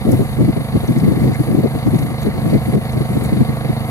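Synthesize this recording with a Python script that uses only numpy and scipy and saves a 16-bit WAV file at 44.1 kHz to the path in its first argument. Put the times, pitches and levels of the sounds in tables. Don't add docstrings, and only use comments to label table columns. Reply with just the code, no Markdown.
import sys
import numpy as np
from scipy import signal
from scipy.fft import rfft, irfft, next_fast_len
from scipy.io import wavfile
from scipy.ndimage import uniform_filter1d, map_coordinates

SR = 44100
rng = np.random.default_rng(int(sys.argv[2]) if len(sys.argv) > 2 else 0)


def to_wav(s):
    ch = np.atleast_2d(s).T
    pcm = np.round(np.clip(ch, -1, 1) * 32767)
    wavfile.write(sys.argv[1], SR, pcm.astype(np.int16))


def decibels_to_gain(level_db):
    exponent = np.asarray(level_db, float) / 20
    return 10 ** exponent


N = 171990
TIME = np.arange(N) / SR


def unit(x):
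    return x / np.sqrt(np.mean(x ** 2, axis=-1, keepdims=True) + 1e-20)


def along(points, hz):
    f, v = np.transpose(points)
    return np.interp(np.log(hz + 1), np.log(f + 1), v)


def curve(rows):
    s, v = np.transpose(rows)
    return np.interp(TIME, s, v)


def wobble(rate):
    knots = rng.standard_normal(int(N * rate / SR) + 4)
    return map_coordinates(knots, [np.arange(N) * rate / SR])


def filtered(x, response):
    n = x.shape[-1]
    m = next_fast_len(n + 8192)
    return irfft(rfft(x, m) * response(np.fft.rfftfreq(m, 1 / SR)), m)[..., :n]


# centre_hz, width_hz, level_db over the rest
PANELS = [(1130, 160, 6), (1500, 150, -4), (2090, 80, 5), (2250, 60, 4), (2810, 40, 4), (3750, 80, 8),
          (4220, 250, 4), (4640, 130, 10), (4970, 90, -5), (5600, 200, -6), (6090, 200, 3),
          (6650, 350, -3.5), (7330, 400, 1.5), (8100, 400, -2), (8780, 200, 4), (9150, 200, 2),
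          (9520, 300, -4.5), (9950, 150, 2), (10400, 120, 3), (10950, 150, -3), (12300, 700, 4)]


def ridged(points):
    def gain(hz):
        ridges = sum(db / (1 + (2 * (hz - centre) / width) ** 2) for centre, width, db in PANELS)
        return decibels_to_gain(along(points, hz) + ridges)
    return gain


# freq_hz, likeness (0-1)
ALIKE = [(300, .97), (900, .93), (1400, .85), (2200, .93), (4500, .8), (6000, .4), (7000, .3), (14000, .3)]


def rush(gain, patchy_db):
    z = signal.stft(rng.standard_normal((2, N)), nperseg=512)[2]
    field = uniform_filter1d(rng.standard_normal(z.shape[1:]), size=6, axis=0)
    field = uniform_filter1d(field, size=10, axis=1)
    patches = decibels_to_gain(patchy_db * field / field.std())
    pair = signal.istft(z * patches, nperseg=512)[1][:, :N]

    def mid_side_gain(hz):
        turn = np.arccos(np.clip(along(ALIKE, hz), -1, 1)) / 2
        return gain(hz) * [np.cos(turn), np.sin(turn)]
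    mid, side = filtered(pair, mid_side_gain)
    return unit(np.array([mid + side, mid - side]))


# time_s, cycles_hz
SPEED = [(.24, 25.23), (.71, 25.33), (1.19, 25.35), (1.66, 25.45), (2.13, 25.34), (2.6, 25.33),
         (3.08, 25.2), (3.56, 25.16)]
FIRST_S, WAVER = .0105, .006


def crank():
    return np.cumsum(curve(SPEED)) / SR - FIRST_S * SPEED[0][1] + WAVER * wobble(7.3)


# centre_hz, width_hz, level_db
PIPE = [(136.6, 32.2, 9), (227.3, 32.4, 0.5), (284, 16, -17.5), (384, 21, -24), (480, 210, -22.5),
        (785, 500, -22)]
SECOND_AT, SECOND_DB = 0.2163, -0.5
JITTER_S, SCATTER_DB, EXHAUST_DB = .00007, 1.4, 13.5


def exhaust(turns):
    whole = np.arange(int(turns[-1]) + 1)
    pulses = np.zeros(N)
    for at, db in [(0, 0), (SECOND_AT, SECOND_DB)]:
        late, strength = rng.standard_normal((2, len(whole)))
        place = np.interp(whole + at, turns, np.arange(N)) + JITTER_S * SR * late
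        low = np.clip(place.astype(int), 0, N - 2)
        size = -decibels_to_gain(db + SCATTER_DB * strength)
        np.add.at(pulses, low, size * (1 - place % 1))
        np.add.at(pulses, low + 1, size * (place % 1))

    def pipe(hz):
        ring = 0
        for k, (centre, width, db) in enumerate(PIPE):
            mode = 1j * hz * width / (centre ** 2 - hz ** 2 + 1j * hz * width)
            ring = ring + (-1) ** k * decibels_to_gain(db) * mode
        return ring / (1 + 1j * hz / 1400) ** 2
    return decibels_to_gain(EXHAUST_DB) * unit(filtered(pulses, pipe))


# crank_multiple, level_db over the load
ORDER_LINES = [(2, -3.5), (3, -3), (18, -10.5), (21, -8), (26, -11.5), (29, -10.5), (30, -10), (34, -17),
               (36, -14)]
ORDERS_AT, HIGH_ORDERS_AT = 0.047, .12
ORDER_DRIFT = .017


def crank_orders(turns):
    hum = np.zeros(N)
    for k, db in ORDER_LINES:
        sign, at = (1, ORDERS_AT) if k < 4 else (-1, HIGH_ORDERS_AT)
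        level = sign * np.sqrt(2) * decibels_to_gain(db + 1.5 * wobble(5.64))
        phase = 2 * np.pi * round(k) * (turns - at) + ORDER_DRIFT * k * wobble(9)
        hum += level * np.cos(phase)
    return hum


KNOCK_AT, KNOCK_DB, KNOCK_SCATTER_DB = .105, -6.5, 3
KNOCK_HZ, KNOCK_WIDE_HZ = 620, 400


def knock(turns):
    whole = np.arange(int(turns[-1]) + 1)
    place = np.interp(whole + KNOCK_AT, turns, np.arange(N)).astype(int)
    blows = np.zeros(N)
    blows[place] = decibels_to_gain(KNOCK_SCATTER_DB * rng.standard_normal(len(whole)))

    def block(hz):
        return (1j * hz * KNOCK_WIDE_HZ / (KNOCK_HZ ** 2 - hz ** 2 + 1j * hz * KNOCK_WIDE_HZ)) ** 2
    return decibels_to_gain(KNOCK_DB) * unit(filtered(blows, block))


# freq_hz, density_db per Hz
RUSH = [(180, -30), (300, 1.5), (378, -23.5), (529, -11), (580, -11), (746, -6.5), (828, -11.5),
        (1600, -14.5), (2080, -18.5), (3520, -120)]
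RUSH_DB, RUSH_GATE_DB, GATE_AT = 0.5, 0, 0.12


def exhaust_rush(turns):
    swell = np.cos(2 * np.pi * (turns - GATE_AT))
    return decibels_to_gain(RUSH_DB + RUSH_GATE_DB * swell) * rush(ridged(RUSH), patchy_db=0.4)


# freq_hz, density_db per Hz
CASING = [(820, 3.5), (1400, -30), (1530, -8), (2070, 2), (2620, -6), (4240, -5.5), (5090, -15.5),
          (6000, -17), (7800, -26), (13200, -120)]
CASING_DB, CASING_GATE_DB = -1.5, 2.5
CLATTER_FALL = .35


def casing(turns):
    clatter = 3 * uniform_filter1d(np.exp(-(turns % 1) / CLATTER_FALL), size=150) - 1
    level_db = CASING_DB + CASING_GATE_DB * clatter + 0.81 * wobble(18)
    return decibels_to_gain(level_db) * rush(ridged(CASING), patchy_db=1.1)


# time_s, level_db
LOAD = [(0.0, -36.5), (3.51, -35), (3.9, -35)]
EXHAUST_PAN_DB, PAN_BELOW_HZ = -5, 350


def engine():
    turns = crank()
    thud = exhaust(turns) + crank_orders(turns) + knock(turns)
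    sides = np.array([[.5], [-.5]])
    thud = filtered(thud, lambda hz: decibels_to_gain(EXHAUST_PAN_DB * sides / (1 + (hz / PAN_BELOW_HZ) ** 4)))
    return decibels_to_gain(curve(LOAD)) * (thud + exhaust_rush(turns) + casing(turns))


# freq_hz, density_db per Hz
HISS = [(2940, 1), (5000, -31), (5660, -27), (6170, -2.5), (7990, -2.5), (10800, 11.5), (12100, 6),
        (13700, -13), (15700, -49)]
HISS_DB, HISS_WOBBLE_DB, HISS_PATCH_DB = -41.5, 1.15, 1.6
ROTOR_HZ, ROTOR_DEPTH = 148.3, 0.07


def rotor():
    flutter = 1 + ROTOR_DEPTH * np.sin(2 * np.pi * ROTOR_HZ * TIME + 0.66 * wobble(3.8))
    return decibels_to_gain(HISS_DB + HISS_WOBBLE_DB * wobble(12)) * flutter * rush(ridged(HISS), HISS_PATCH_DB)


# time_s, level_db
BREEZE = [(0, -26.5), (.15, -19), (.3, -25), (.5, -26), (.66, -26), (1.1, -23.5), (1.4, -22), (1.6, -26.5),
          (2.15, -26), (2.5, -23.5), (2.87, -24), (3.3, -23.5), (3.6, -25.5), (3.9, -30)]
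# freq_hz, density_db per Hz
RUMBLE = [(25, -12.5), (60, -3), (110, -4.5), (200, -8.5), (350, -51), (600, -46), (6000, -51.5),
          (15000, -46), (15700, -46)]


def breeze():
    rumble = unit(filtered(rng.standard_normal((2, N)), lambda hz: decibels_to_gain(along(RUMBLE, hz))))
    return rumble * decibels_to_gain(curve(BREEZE) + 1.4 * wobble(17))


# start_s (centre), length_s, level_db, brightness_db
GUSTS = [(0.087, 0.028, -11.5, -7), (0.136, 0.027, -8.5, -14), (0.21, 0.03, -13, -7),
         (0.413, 0.033, -9.5, -12.5), (0.491, 0.02, -9.5, -17), (0.573, 0.013, -15, -8.5),
         (0.76, 0.022, -9.5, -11.5), (0.904, 0.025, -10.5, -17.5), (0.972, 0.023, -11.5, -32),
         (1.084, 0.024, -8.5, -12.5), (1.121, 0.02, -13, -12), (1.25, 0.035, -13.5, -12.5),
         (1.408, 0.018, -11.5, -28), (1.511, 0.051, -15.5, -12.5), (1.548, 0.0078, -8.5, -17),
         (1.59, 0.025, -10.5, -12), (1.649, 0.023, -11.5, -5), (1.762, 0.033, -19, -15),
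         (1.875, 0.021, -10, -20), (1.948, 0.023, -10.5, -14.5), (2.031, 0.057, -18.5, -22),
         (2.272, 0.031, -14.5, -6), (2.47, 0.036, -14, -15), (2.546, 0.037, -9.5, -9.5),
         (2.76, 0.033, -9, -9), (2.969, 0.019, -16, -11), (3.013, 0.015, -14.5, -10.5),
         (3.166, 0.017, -13.5, -10.5), (3.33, 0.011, -9.5, -16), (3.415, 0.022, -7.5, -17.5),
         (.445, 0.021, -12, -32), (0.839, 0.011, -18, -7.5), (1.04, 0.025, -11, -16),
         (1.17, 0.04, -17, -12), (1.22, 0.019, -15.5, -27), (1.286, 0.051, -14.5, -15),
         (2.112, 0.031, -22, -19), (2.379, 0.053, -22.5, -11), (2.691, 0.018, -14.5, -24),
         (3.116, .025, -19.5, -10), (3.228, 0.096, -23, -10), (3.372, 0.044, -17.5, -22),
         (3.501, 0.03, -20, -15), (3.651, 0.017, -22.5, -7), (3.701, 0.012, -12.5, -18),
         (.055, 0.0083, -15.5, -17), (0.607, 0.02, -20, -19)]
# freq_hz, density_db per Hz
DULL = [(40, -16), (80, -14.5), (130, 1.5), (220, -2.5), (320, -6), (450, -29.5), (700, -61.5)]
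# freq_hz, density_db per Hz
BRIGHT = [(150, -81), (280, -16.5), (350, -2.5), (450, -5.5), (580, -12.5), (700, -17), (850, -79)]
EDDY_DB, STRETCH, BRIGHT_DB = 1.5, 0.93, 0


def eddies():
    span = SR // 5
    out = np.zeros((2, N + 2 * span))
    t = (np.arange(span) - span // 2) / SR

    def pressure(shape, points):
        noise = rng.standard_normal((2, span))
        return unit(shape * filtered(noise, lambda hz: decibels_to_gain(along(points, hz))))
    for s, length, db, bright_db in GUSTS:
        shape = np.exp(-np.log(4) * (t / (STRETCH * length)) ** 2)
        buffet = pressure(shape, DULL) + decibels_to_gain(bright_db + BRIGHT_DB) * pressure(shape, BRIGHT)
        level = decibels_to_gain(db + EDDY_DB) * np.sqrt(np.mean(shape ** 2))
        out[:, round(s * SR):][:, :span] += level * buffet
    return out[:, span // 2:span // 2 + N]


EDDY_PAN_DB = 2.8


def wind():
    return (eddies() + breeze()) * decibels_to_gain(EDDY_PAN_DB * np.array([[.5], [-.5]]))


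# start_s, peak_db, t60_s, lowest_hz, highest_hz
SNAPS = [(.109, -33, .035, 8000, 13000), (.1145, -24, .045, 8000, 14500), (.116, -31, .04, 5600, 6400),
         (.874, -35, .035, 5750, 6350), (.9825, -30, .035, 4500, 11000), (.998, -33, .04, 3600, 5000),
         (1.33, -35, .04, 3500, 9000), (1.343, -33, .04, 3500, 10000), (1.96, -32, .02, 5800, 9000),
         (1.989, -23.5, .022, 5000, 14000), (2.031, -33, .02, 5500, 8500), (2.2154, -29, .025, 6500, 12000),
         (2.228, -28, .022, 11000, 15500), (2.229, -34, .03, 5500, 8000), (2.92, -34, .04, 5000, 12000),
         (3.2368, -23, .03, 7200, 15000), (3.245, -32, .04, 5500, 15000), (3.256, -31, .03, 5200, 13000)]
SNAP_RISE_S = .002


def stalks():
    out = np.zeros((2, N + SR))
    t = np.arange(SR // 10) / SR
    for s, db, t60, low_hz, top_hz in SNAPS:
        a, b = rng.standard_normal((2, len(t)))
        noise = np.array([a + .5 * b, a - .5 * b])
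        band = lambda hz: 1 / (1 + (low_hz / (hz + 1)) ** 12) / (1 + (hz / top_hz) ** 12)
        fade = decibels_to_gain(db - 60 * t / t60) * (1 - np.exp(-t / SNAP_RISE_S))
        out[:, round(s * SR):][:, :len(t)] += fade * unit(filtered(noise, band))
    return out[:, :N]


# start_s (centre), length_s, level_db over the load
SCRAPES = [
    (0.968, .008, -5),
    (1.045, .01, 0.5),
    (1.081, .006, -3),
    (1.174, .015, -3),
    (1.203, 0.011, 1),
    (1.234, 0.011, 1),
    (1.351, 0.015, 3.5),
    (2.308, .03, -1),
    (2.551, .02, 1),
]
# freq_hz, density_db per Hz
BRUSH = [(900, -38), (1500, -8), (2100, 0.5), (2400, -10.5), (3000, -30), (6000, -60)]


def scrapes():
    strokes = sum(decibels_to_gain(db) * np.exp(-((TIME - s) / length) ** 2) for s, length, db in SCRAPES)
    return decibels_to_gain(curve(LOAD)) * strokes * rush(ridged(BRUSH), patchy_db=-0.7)


LAG_S = .00015


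def lagged(pair):
    sides = np.array([[1], [-1]])
    return filtered(pair, lambda hz: np.exp(1j * np.pi * hz * LAG_S * sides))


def scene():
    return lagged(engine() + rotor() + stalks() + scrapes()) + wind()


def low_pass(x):
    return signal.sosfilt(signal.butter(12, 15830, fs=SR, output="sos"), x)


DUCK_S, DUCK_DB, DUCK_RECOVER_S = 2.755, -5, .06
LEFT_DB, LOW_CUT_HZ, TOP_HZ, CEILING = .5, 44, 15830, .97
SHELF_HZ, SHELF_DB, SHELF_STEEP = 13300, -6.5, 30


def record(dry):
    since = TIME - DUCK_S
    ducked = dry * decibels_to_gain(DUCK_DB * (since > 0) * np.exp(-(since / DUCK_RECOVER_S) ** 2))
    cut = filtered(ducked, lambda hz: (1j * hz / (LOW_CUT_HZ + 1j * hz)) ** 2) * decibels_to_gain([[LEFT_DB], [0]])
    clipped = cut / (1 + np.abs(cut / CEILING) ** 10) ** (1 / 10)

    def dull_top(hz):
        below = ((SHELF_HZ + 1e3) / (hz + 1e3)) ** SHELF_STEEP
        return (hz < TOP_HZ) * decibels_to_gain(SHELF_DB / (1 + below))
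    return low_pass(filtered(clipped, dull_top))


dry = scene()
out = record(dry)
to_wav(out)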